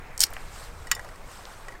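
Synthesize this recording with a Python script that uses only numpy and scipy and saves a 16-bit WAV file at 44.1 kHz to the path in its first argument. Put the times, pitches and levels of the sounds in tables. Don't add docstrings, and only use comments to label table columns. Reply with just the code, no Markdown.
import sys
import numpy as np
from scipy import signal
from scipy.io import wavfile
from scipy.ndimage import uniform_filter1d

SR = 44100
rng = np.random.default_rng(int(sys.argv[2]) if len(sys.argv) > 2 else 0)


def waveform_to_disk(signal):
    frames = np.transpose(np.atleast_2d(signal))
    scaled = np.clip(frames, -1, 1) * 32767
    samples = np.round(scaled).astype(np.int16)
    wavfile.write(sys.argv[1], SR, samples)


N = 79380
TIME = np.arange(N) / SR
T = np.arange(SR // 6) / SR
HZ = np.fft.rfftfreq(4096, 1 / SR)

# (frequency [Hz], level [dB], t60 [s])
STICK_MODES = [(1114, -15, .06), (1710, -10, .02), (1920, -0.5, 0.057), (2073, -12.5, 0.053),
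               (2935, -13, 0.083), (3750, -13, 0.05), (4590, -11, 0.049), (4800, -29, .05),
               (5350, -5.5, 0.043), (6912, -9, 0.017)]


def amp(db):
    return 10 ** (np.asarray(db) / 20)


def unit(x):
    return x / np.sqrt(np.mean(x ** 2) + 1e-20)


def spectrum(points, hz=HZ):
    f, db = np.transpose(points)
    return np.interp(np.log(hz + 1), np.log(f + 1), db)


def level(points):
    return amp(np.interp(TIME, *np.transpose(points)))


def add(mix, s, sound):
    part = mix[max(round(s * SR), 0):][:len(sound)]
    part += sound[:len(part)]


def click(db):
    log_gain = np.log(amp(np.r_[db, db[-2:0:-1]]))
    response = np.exp(np.conj(signal.hilbert(log_gain)))
    pulse = np.fft.ifft(response).real[:len(db) // 2]
    return pulse / abs(signal.hilbert(pulse)).max()


def snap(db, tail_db, t60):
    scatter = rng.standard_normal(len(T)) * amp(-60 * T / t60) * (1 - np.exp(-T / .0003))
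    drive = amp(tail_db) * scatter / np.linalg.norm(scatter)
    drive[0] += 1
    return signal.fftconvolve(drive, click(db))[:len(T)]


def ring(modes, tilt_db=0):
    tone = np.zeros(len(T))
    for k, (hz, db, t60) in enumerate(modes):
        decay = amp(db + tilt_db * np.log2(hz / 2000) - 60 * T / t60)
        tone += decay * np.sin(2 * np.pi * hz * T + k * np.pi)
    attack = 1 - np.exp(-T / .00037)
    low_cut = signal.butter(3, 850, "high", fs=SR, output="sos")
    return signal.sosfilt(low_cut, tone * attack)


def noise(colour, patchy_db, size):
    hz = np.fft.rfftfreq(size, 1 / SR)
    real, imag, patches = rng.standard_normal((3, 4 * N // size + 5, len(hz)))
    patches = uniform_filter1d(patches, size=7, axis=0)
    patches = unit(uniform_filter1d(patches, size=11, axis=1))
    frames = (real + 1j * imag) * amp(spectrum(colour, hz) + patchy_db * patches)
    _, sound = signal.istft(frames.T, nperseg=size, noverlap=size - size // 4)
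    return unit(sound[:N])


def outdoors():
    # (frequency [Hz], level [dB])
    wash_colour = [(100, -3.5), (280, -5.5), (480, -0.5), (900, 0), (1400, -2.5), (2200, -10.5),
                   (3200, -19.5), (8000, -23.5), (10000, -27.5), (14000, -29), (16000, -32)]
    hiss_colour = [(600, -24), (1400, -1), (2300, 3), (2700, -4.5), (3300, -19), (6000, -48)]
    wind_colour = [(8, -3), (25, 4), (45, -9), (75, -10.5), (120, -18), (200, -27.5), (400, -39.5),
                   (1500, -79)]
    # (time [s], level [dB])
    hiss_fade = [(0, -53), (.25, -51.5), (.5, -57), (.75, -68), (1.8, -96)]
    wind_swell = [(0, 0.45), (.45, 0.92), (.87, 2.4), (1.15, -1.4), (1.8, -3.5)]
    wash = amp(-48) * noise(wash_colour, patchy_db=2, size=1024)
    hiss = level(hiss_fade) * noise(hiss_colour, patchy_db=2, size=1024)
    wind = amp(-42.5) * level(wind_swell) * noise(wind_colour, patchy_db=1.5, size=4096)
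    return wash + hiss + wind


def sleeves():
    # (frequency [Hz], level [dB])
    cloth_colour = [(300, -8.5), (1200, 5), (2500, 0.5), (5000, -0.5), (6500, -3.5), (8400, 0.5),
                    (9800, -9.5), (13500, -10), (16000, -19)]
    # (time [s], level [dB])
    arm_moves = [(0, -85), (.15, -62), (.3, -54.5), (.41, -50.5), (.47, -55), (.55, -47.5), (.66, -47.5),
                 (.72, -57.5), (.85, -54.5), (1.06, -55), (1.13, -57.5), (1.23, -58.5), (1.33, -47.5),
                 (1.42, -52), (1.53, -52), (1.62, -55.5), (1.73, -57.5), (1.8, -96)]
    grain_db = unit(uniform_filter1d(rng.standard_normal(N), size=60))
    rustle = noise(cloth_colour, patchy_db=2, size=512) * amp(grain_db)
    return level(arm_moves) * unit(rustle)


def tear():
    # (time [s], level [dB], thickness [0 thin to 1 thick])
    fibres = [(.1780, -16.5, 0.1), (.1812, -27, 0), (0.194, -19.5, 0), (0.2011, -22, 0.13), (.2043, -22, 0),
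              (.2054, 2, 0), (0.2063, -10, .2), (.2071, -20, .2), (0.2095, -20, 0), (0.2118, -5.5, 0.19),
              (.2150, -3.5, 0.17), (0.2183, -3.5, 0.31), (0.2189, -11, 0.48), (0.2218, -12, .5),
              (0.226, -12, 0.018), (0.2263, -8, 0.98), (0.2306, -9, 0.83), (0.2327, -7, 0.9),
              (0.2361, -3, 0.63), (0.2362, -5.5, 0.64), (.2375, 0.5, 1), (.2382, -5.5, 1),
              (0.2405, -7.5, 0.41), (0.2411, -12, 0.39), (.2458, -19, 0.82), (.2510, -20.5, .5),
              (.2571, -29, 0.13), (.2646, -31, .2), (.2679, -26, 0.09)]
    # (frequency [Hz], thin fibre level [dB], thick fibre level [dB])
    fibre_colour = [(300, -48, -41), (1100, -18.5, -20.5), (1760, -21, -7), (3520, -14, -4.5),
                    (4430, -3.5, 2.5), (5500, 0.5, 4), (6100, -2.5, -2.5), (8000, 3.5, -12),
                    (9600, -3.5, -4), (11000, -14.5, -9.5), (12500, -7, -5.5), (15200, -17.5, -12.5)]
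    # (frequency [Hz], level [dB], t60 [s])
    strip_modes = [(1830, -44, 0.044), (3120, -33.5, 0.033), (4330, -26, 0.027), (4990, -32, 0.024),
                   (5580, -29, 0.022), (5682, -27, 0.03), (6860, -28, 0.034), (8020, -28.5, 0.034),
                   (8760, -27.5, 0.047)]
    hz, thin_db, thick_db = np.transpose(fibre_colour)
    thin, thick = spectrum(np.c_[hz, thin_db]), spectrum(np.c_[hz, thick_db])
    out, body = np.zeros(N), ring(strip_modes)
    for s, db, thickness in fibres:
        colour = thin + thickness * (thick - thin)
        add(out, s, amp(db) * (snap(colour, tail_db=-1, t60=.012) + body))
    start_s, release_s, fade_s, grains_per_s = .204, .246, .0083, 1500
    tearing = (TIME > start_s) * np.exp(-np.maximum(TIME - release_s, 0) / fade_s)
    grains = (rng.random(N) < grains_per_s / SR) * rng.choice([-1, 1], N)
    grain_gain = amp(3.5 * rng.standard_normal(N))
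    crackle = signal.fftconvolve(grains * grain_gain * tearing, click((thin + thick) / 2))[:N]
    return out + amp(-27) * crackle


def ticks():
    # (time [s], level [dB], centre [Hz], half-width [octaves], t60 [s])
    contacts = [(.306, -36.5, 13300, .15, .012), (.3065, -36, 650, 0.84, 0.021),
                (.3275, -31, 1010, 0.69, .02), (.3345, -28, 13500, .4, .03),
                (0.3361, -28.5, 8000, 0.61, .02), (0.3394, -33, 2520, 1, 0.012),
                (0.3666, -23.5, 1260, 1.09, 0.014), (0.3682, -32, 1300, .9, 0.012),
                (0.376, -36, 1100, 0.67, .02), (.9509, -28, 13500, .4, .012),
                (.9525, -34, 4300, 0.73, .035), (0.994, -31, 1460, 0.33, 0.014),
                (1.046, -32, 910, 0.87, 0.018), (1.089, -34, 1190, 0.67, 0.015),
                (1.3905, -35.5, 690, 0.93, 0.042), (1.4538, -27.5, 3900, 0.67, 0.007),
                (1.454, -35, 900, 1.3, .03)]
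    out = np.zeros(N)
    for s, db, hz, octaves, t60 in contacts:
        band = -10 * np.log10(1 + (np.log2((HZ + 1) / hz) / octaves) ** 10)
        add(out, s, amp(db) * snap(band, tail_db=-1.5, t60=t60))
    return out


def knocks():
    # (time [s], level [dB], brightness [dB per octave])
    hits = [(0.8704, -36, -1), (0.9646, -37.5, -10), (.975, -44, -16), (0.9947, -35, -8),
            (1.046, -45.5, 1.5), (1.089, -46, 0.5), (1.158, -46.5, -1.5), (1.6837, -32.5, -10.5),
            (1.711, -63, -4), (1.7225, -42, -12.5), (1.7393, -44, -12), (1.752, -45, -13)]
    # (frequency [Hz], level [dB])
    knock_colour = [(150, -14.5), (450, 0.5), (1200, -6.5), (1800, 7), (3000, -15), (8000, 9.5),
                    (15000, -6)]
    main_mode_hz = STICK_MODES[2][0]
    octaves_above = np.log2(np.maximum(HZ / main_mode_hz, 1))
    out = np.zeros(N)
    for s, db, tilt_db in hits:
        colour = spectrum(knock_colour) + tilt_db * octaves_above
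        contact = amp(5) * snap(colour, tail_db=4, t60=.026)
        add(out, s, amp(db) * (ring(STICK_MODES, tilt_db) + contact))
    return out


def stick_break():
    # (time [s], level [dB])
    fractures = [(0.9131, -27), (0.9147, -3.5), (0.915, -8), (.9160, -13.5), (0.9167, -3.5), (.9176, -14.5),
                 (0.9193, -25), (.9302, -28)]
    # (frequency [Hz], level [dB])
    fracture_colour = [(300, -33), (800, -20), (1100, -9.5), (1800, 5.5), (2600, -3.5), (3700, -6.5),
                       (4150, -13), (4600, -6), (6200, -6.5), (6950, 7), (7700, -1), (10000, -14),
                       (13600, -10.5), (16000, -18)]
    # (frequency [Hz], level [dB])
    blur_colour = [(500, -31), (1100, 3), (2000, 0), (3200, -4), (5400, -12), (8000, -18), (15000, -26)]
    # (frequency [Hz], level [dB], t60 [s])
    splinter_modes = [(3600, -9, 0.061), (4823, -13, .06), (5367, -1, 0.037), (7122, -2, 0.039),
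                      (8942, -4.5, 0.034), (11900, -9, 0.031)]
    out = np.zeros(N)
    for s, db in fractures:
        add(out, s, amp(db) * snap(spectrum(fracture_colour), tail_db=0, t60=.017))
    blur = signal.fftconvolve(rng.standard_normal(len(T)), click(spectrum(blur_colour)))[:len(T)]
    blur = unit(blur) * amp(-60 * T / .08)
    add(out, .9158, amp(-16) * ring(STICK_MODES) + amp(-26) * blur)
    add(out, .95, amp(-30.5) * ring(splinter_modes))
    return out


def echo(x, level_db=-25.5, t60=.15, cutoff_hz=4970):
    tail = rng.standard_normal(len(T)) * amp(-60 * T / t60)
    tail = signal.lfilter(*signal.butter(1, cutoff_hz, fs=SR), tail)
    return amp(level_db) * signal.fftconvolve(x, tail / np.linalg.norm(tail))[:N]


def scene():
    wood = tear() + stick_break() + knocks() + ticks()
    return (wood + echo(wood) + sleeves() + outdoors())[None]


def record(dry):
    high_cut = signal.firwin(301, 15950, window=("kaiser", 8), fs=SR)
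    return signal.oaconvolve(np.clip(dry, -1, 1), high_cut[None], "same")


dry = scene()
out = record(dry)
waveform_to_disk(out)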